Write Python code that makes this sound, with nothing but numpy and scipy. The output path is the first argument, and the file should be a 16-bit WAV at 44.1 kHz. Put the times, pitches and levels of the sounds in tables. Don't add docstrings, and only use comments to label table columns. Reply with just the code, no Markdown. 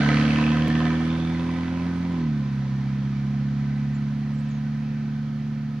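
import sys
import numpy as np
from scipy import signal
from scipy.fft import rfft, irfft, next_fast_len
from scipy.io import wavfile
from scipy.ndimage import uniform_filter1d

SR = 44100
rng = np.random.default_rng(int(sys.argv[2]) if len(sys.argv) > 2 else 0)


def transcribe(u):
    v = np.clip(np.atleast_2d(u).T, -1, 1)
    q = np.round(v * 32767).astype(np.int16)
    wavfile.write(sys.argv[1], SR, q)


def elevation(decibels):
    levels = np.asarray(decibels, float)
    return 10 ** (levels / 20)


N = 255766
DROP_AT, DROPPED = 30046, 1024
LONG = N + DROPPED
PADDED = next_fast_len(LONG + 8192)


def clock():
    n = np.arange(LONG)
    return (n - np.clip(n - DROP_AT, 0, DROPPED)) / SR


def high_gear():
    shift_s, shift_takes_s = 2.16, 0.06
    return 0.5 + 0.5 * np.tanh((clock() - shift_s) / shift_takes_s)


def in_time(rows):
    s, *columns = np.transpose(rows)
    return [np.interp(clock(), s, c) for c in columns]


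def rms_one(x):
    return x / np.sqrt(np.mean(x ** 2) + 1e-20)


def at_hz(points, hz):
    points = np.array(points)
    return np.interp(np.log(hz), np.log(points[:, 0]), points[:, 1])


def drift(rate):
    r = np.exp(-80 * np.pi * rate / SR)
    noise = rng.standard_normal(LONG // 40 + 2002)
    slow = signal.lfilter([1], [1, -2 * r, r * r], noise)[2000:]
    return np.interp(np.arange(LONG) / 40, np.arange(len(slow)), rms_one(slow))


def resonance(x, hz, width):
    r = np.exp(-np.pi * width / SR)
    poles = [1, -2 * r * np.cos(2 * np.pi * hz / SR), r * r]
    return signal.lfilter([(1 - r * r) / 2, 0, (r * r - 1) / 2], poles, x)


def shaped(x, gain):
    hz = np.maximum(np.arange(PADDED // 2 + 1) * SR / PADDED, 1)
    return irfft(rfft(x, PADDED) * gain(hz), PADDED)[..., :LONG]


def stereo(mid, side, spectrum, lag):
    # f/Hz, likeness [0..1]
    likeness = [(60, .97), (290, .95), (640, .85), (1400, .68), (3100, .65), (5500, .4), (8000, .05),
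                (15000, .02)]
    ports = np.array([[1], [-1]])

    def colour(hz):
        return elevation(at_hz(spectrum, hz))

    def alike(hz):
        return np.clip(at_hz(likeness, hz), 0, 1)

    def shared_gain(hz):
        return colour(hz) * np.sqrt(1 + alike(hz)) * np.exp(-1j * np.pi * hz * lag * ports / SR)

    shared = shaped(mid, shared_gain)
    return shared + ports * shaped(side, lambda hz: colour(hz) * np.sqrt(1 - alike(hz)))


def boom(turns, hz, level_db, near_db, tilt_db):
    orders = (1, 1.5, 2, 2.25, 2.5, 2.75, 3, 3.25, 3.5, 4, 4.5, 5, 6, 6.25, 6.5, 6.75, 7.25, 7.5)
    # low gear level/dB, its rise [dB per dB of nearness], then both for high gear
    orders_db = [(-9, -0.1, -19, 1.7), (-38, 0.6, -39.5, 0), (-0.5, 0.12, -2, 0.82),
                 (-42.5, -1, -38.5, 3.5), (-19.5, -4.2, -31, 0.5), (-24.5, -2.5, -36.5, 0.2),
                 (-2, 0.58, -3.5, 0.85), (-35.5, -3.5, -39, -2), (-20, 1.09, -16, 1.7),
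                 (-14.5, 0.82, -24, 3.5), (-41, -2, -41, 4.5), (-21.5, -.4, -32.5, 2.5),
                 (-32, 1.3, -51, .9), (-31.5, 0.82, -40.5, 2), (-36.5, 1.53, -49, 5.6),
                 (-38, 1.24, -50.5, 5), (-34.5, 0.73, -45.5, -1), (-35, 1.1, -48.5, 1.5)]
    # f/Hz, level/dB
    silencer = [(300, -0.05), (328, 1), (343, -2), (372, -3.5), (404, 5), (428, -6), (445, -10),
                (475, -1.1)]
    high_gear_near_db = -7
    out, high = 0, high_gear()
    for order, (low_db, low_follows, high_db, high_follows) in zip(orders, orders_db):
        in_low_db = low_db + low_follows * near_db
        in_high_db = high_db + high_follows * (near_db - high_gear_near_db)
        db = (1 - high) * in_low_db + high * in_high_db
        db = db + level_db + tilt_db * ((order == 3) - (order == 2))
        db = db + 0.35 * order * (order not in (2, 3)) * drift(3)
        db = db + at_hz(silencer, order * hz) + 0.5 * drift(12.0)
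        pipe_delay = 0.85 * (order - 2) ** 2
        flutter = 0.0025 * order ** 3 * drift(6)
        out = out + np.sqrt(2) * elevation(db) * np.cos(2 * np.pi * order * turns + pipe_delay + flutter)
    return out


def cracks(turns):
    cylinders = [(0, -2), (1, -1.5), (2, -5), (3, 2)]
    turn, since = np.divmod(turns, 1)
    turn = turn.astype(int)
    chance_db = 0.9 * rng.standard_normal(LONG // 100)[turn]
    size = elevation(np.array(cylinders)[turn % 4, 1] + chance_db)
    front = np.diff(turn, prepend=turn[0]) * elevation(13.0)
    burst = np.exp(-since / 0.12) * rng.standard_normal(LONG)
    return rms_one(size * (burst - front))


def rasp(turns, near_db):
    rasp_hz = (700, 1900, 4500)
    rasp_follows = (0.84, 1.096, 0.92)
    rasp_lifts_db = (-3, 1.14, 0.2)
    # f/Hz, width/Hz, level/dB, t/s, span/s, swell/dB
    pipe = [(525.3, 23, -2, 0.27, 0.076, -4), (721, 29.5, 1, 0.52, 0.64, 4.5),
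            (742, 53, -1.5, 1.7, 0.27, 2), (1008, 53, 1.95, 1.75, 0.42, 4), (1271, 37, -4, 0.59, 0.1, -0.5),
            (1529, 46, 1, 0.064, 0.18, 1), (1790, 32, -8.5, 0.72, 0.22, 10.5), (1995, 49, -0.5, 1.9, .4, 3),
            (2315, 71, -6, 1.4, 1, 2.5), (2578, 109, 0, 0.44, 0.11, 11), (3170, 650, -14, 0.79, 0.71, 9.5),
            (3560, 190, -1, 1.17, 0.16, 7), (4360, 470, -26.5, 0.09, 0.34, 16)]
    # f/Hz, level/dB per Hz
    colour = [(30, -22), (60, -14), (110, -7), (200, 1.5), (330, -3.5), (420, -11.5), (900, -12.5),
              (1800, -10), (2700, -19), (4200, -20), (6600, -27), (7400, -39), (9000, -44.5), (11500, -71)]

    direct_db = np.minimum(-2.5 + 0.55 * near_db - 5 * high_gear(), 1.5)
    share = 1 / (1 + elevation(-2 * direct_db))
    crack = np.sqrt(share) * cracks(turns)
    scatter = rng.standard_normal((2, LONG)) * [np.sqrt(1 - share), np.ones(LONG)]
    mid_only = np.array([[1], [0]])

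    high_pass = signal.butter(2, 3800, "high", fs=SR, output="sos")
    treble = signal.sosfilt(high_pass, crack - np.sqrt(share) * rng.standard_normal(LONG))
    piped = elevation(-8.5) * (scatter + mid_only * (elevation(-5) * crack - elevation(-13) * treble))

    taste = rng.standard_normal((LONG // 100, len(pipe)))
    taste = uniform_filter1d(taste, size=2, axis=1) * np.sqrt(2)
    for k, (hz, width, db, at, span, swell_db) in enumerate(pipe):
        swell = np.exp(-0.5 * ((clock() - at) / span) ** 2)
        level_db = db + swell_db * swell + 1.46 * drift(3.2)
        source = scatter + mid_only * crack * elevation(1.5 * taste[turns.astype(int), k])
        piped = piped + elevation(level_db) * resonance(source, hz, width) * (-1) ** k
    both = stereo(*piped, colour, 1)

    out = 0
    for k, (follows, lifts_db) in enumerate(zip(rasp_follows, rasp_lifts_db)):
        def band_gain(hz):
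            place = np.interp(np.log(hz), np.log(rasp_hz), [0, 1, 2])
            return np.maximum(0, 1 - abs(place - k))
        db = follows * near_db + lifts_db * high_gear()
        out = out + elevation(db - db.mean()) * shaped(both, band_gain)
    return elevation(-19.0) * out


def fizz(turns, near_db):
    band = signal.butter(3, [8100, 9950], "band", fs=SR, output="sos")
    throb_db = 2.2 * (1 - high_gear()) * np.cos(np.pi * (turns - 1.2)) ** 3 + 1.1 * drift(8)
    level_db = -70.5 + 0.75 * near_db - 3 * high_gear() + throb_db
    gas = rms_one(signal.sosfilt(band, rng.standard_normal((2, LONG))))
    return elevation(level_db + np.array([[-1.2], [1.2]])) * gas


def birds():
    # t/s, length/s, first f/Hz, last f/Hz, level/dB
    notes_sung = [
        (2.114, .016, 7100, 8300, -68),
        (2.175, .045, 8600, 7400, -81),
        (3.938, 0.037, 7500, 7000, -62.5),
        (4.328, .045, 9000, 7260, -72),
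        (4.368, 0.05, 7400, 10700, -67),
        (4.482, .026, 8250, 7440, -68),
        (4.506, .022, 7300, 6350, -60),
        (4.522, 0.069, 6620, 6480, -67),
    ]
    fall_bend, rise_bend, echo_db = 2.0, 5.0, -17
    out = np.zeros(LONG)
    for s, length, first_hz, last_hz, db in notes_sung:
        along = np.linspace(0, 1, int(length * SR))
        height = along ** rise_bend if last_hz > first_hz else (1 - along) ** fall_bend
        hz = min(first_hz, last_hz) + abs(last_hz - first_hz) * height
        whistle = np.sin(np.pi * along) * np.sin(2 * np.pi * np.cumsum(hz) / SR)
        start = int(s * SR) + DROPPED
        out[start:start + len(hz)] += np.sqrt(2) * elevation(db) * whistle
    echo = elevation(echo_db) * np.roll(out, 700)
    return (out + echo) * elevation(np.array([[-4.5], [3.5]]))


def hum():
    # f/Hz, left level/dB, right level/dB
    hum_lines = [(120.8, -46, -42.5), (240.6, -59.5, -54), (360, -69, -52), (464, -89, -58.5),
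                 (553, -82, -75.5), (712, -68, -57)]
    t = np.arange(LONG) / SR
    out = 0
    for hz, left_db, right_db in hum_lines:
        level = elevation(np.array([[left_db], [right_db]]) + 0.4 * drift(0.3))
        out = out + np.sqrt(2) * level * np.sin(2 * np.pi * (hz * t + rng.random()))
    return out


def hiss():
    # f/Hz, level/dB per Hz
    spectrum = [(30, -1.5), (300, -9.5), (2000, -5.5), (6600, -14.5), (7500, -28.5), (9200, -29.5),
                (10400, -22.5), (15600, -25)]
    return elevation(-63) * rms_one(stereo(*rng.standard_normal((2, LONG)), spectrum, 0.11))


def drop_block(whole):
    # left level/dB, right level/dB
    step_db = (-24, -20)
    joined = np.delete(whole, np.s_[DROP_AT:DROP_AT + DROPPED], axis=1)
    gap = elevation(np.array(step_db)) - (joined[:, DROP_AT] - joined[:, DROP_AT - 1])
    joined[:, DROP_AT:] += gap[:, None] * np.exp(-np.arange(N - DROP_AT) / 40)
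    return joined


def scene():
    # t/s, base order f/Hz, boom level/dB, rasp level/dB, tilt of third over second order/dB
    engine = [(0, 71.9, -25, -29.5, -2), (.13, 73.2, -24.5, -28.5, -2.5), (.4, 75.4, -24, -31.5, 0),
              (.62, 77.2, -23.5, -34.5, -1.5), (.86, 79.6, -23.5, -34.5, 0), (1.0, 80.5, -25.5, -37, .5),
              (1.25, 82.1, -25.5, -40, -1), (1.62, 84.9, -26.5, -41, 1.5), (1.9, 86.5, -26, -42.5, -0.5),
              (2.11, 87.2, -26.5, -43.5, -1), (2.19, 82.9, -27, -44, 0.5), (2.3, 74, -23.5, -46.5, 0.5),
              (2.44, 69.1, -26, -46, -.5), (2.7, 67.3, -26.5, -46, -1.5), (3.1, 68.6, -25, -46.5, -.5),
              (3.7, 70.2, -24.5, -47, -.5), (4.8, 72.4, -25, -48.5, 0.5), (5.8, 72.5, -25, -50.5, 0.5)]
    hz, boom_db, rasp_db, tilt_db = in_time(engine)
    near_db = rasp_db + 41
    turns = np.cumsum(hz) / SR + 0.6
    low = boom(turns + 0.71, hz, boom_db, near_db, tilt_db)
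    lag = 4.5 * np.clip(clock() / 1.2, 0, 1)
    n = np.arange(LONG)
    low = np.array([np.interp(n - lag, n, low) * elevation(-2.0), low * elevation(-0.65)])
    car = low + rasp(turns, near_db) * elevation(np.array([[-1.2], [1.2]])) + fizz(turns, near_db)
    return drop_block(car + birds() + hum() + hiss())


def roll_off(x):
    return signal.sosfilt(signal.butter(12, 15740, fs=SR, output="sos"), x)


def record(dry):
    top = signal.ellip(10, 0.3, 60, 15760, fs=SR, output="sos")
    n = np.arange(N)
    edge_s = 0.008
    fade = np.clip(np.minimum(N - n, 4 * n) / (edge_s * SR), 0, 1)
    return roll_off(signal.sosfilt(top, dry * fade))


dry = scene()
out = record(dry)
transcribe(out)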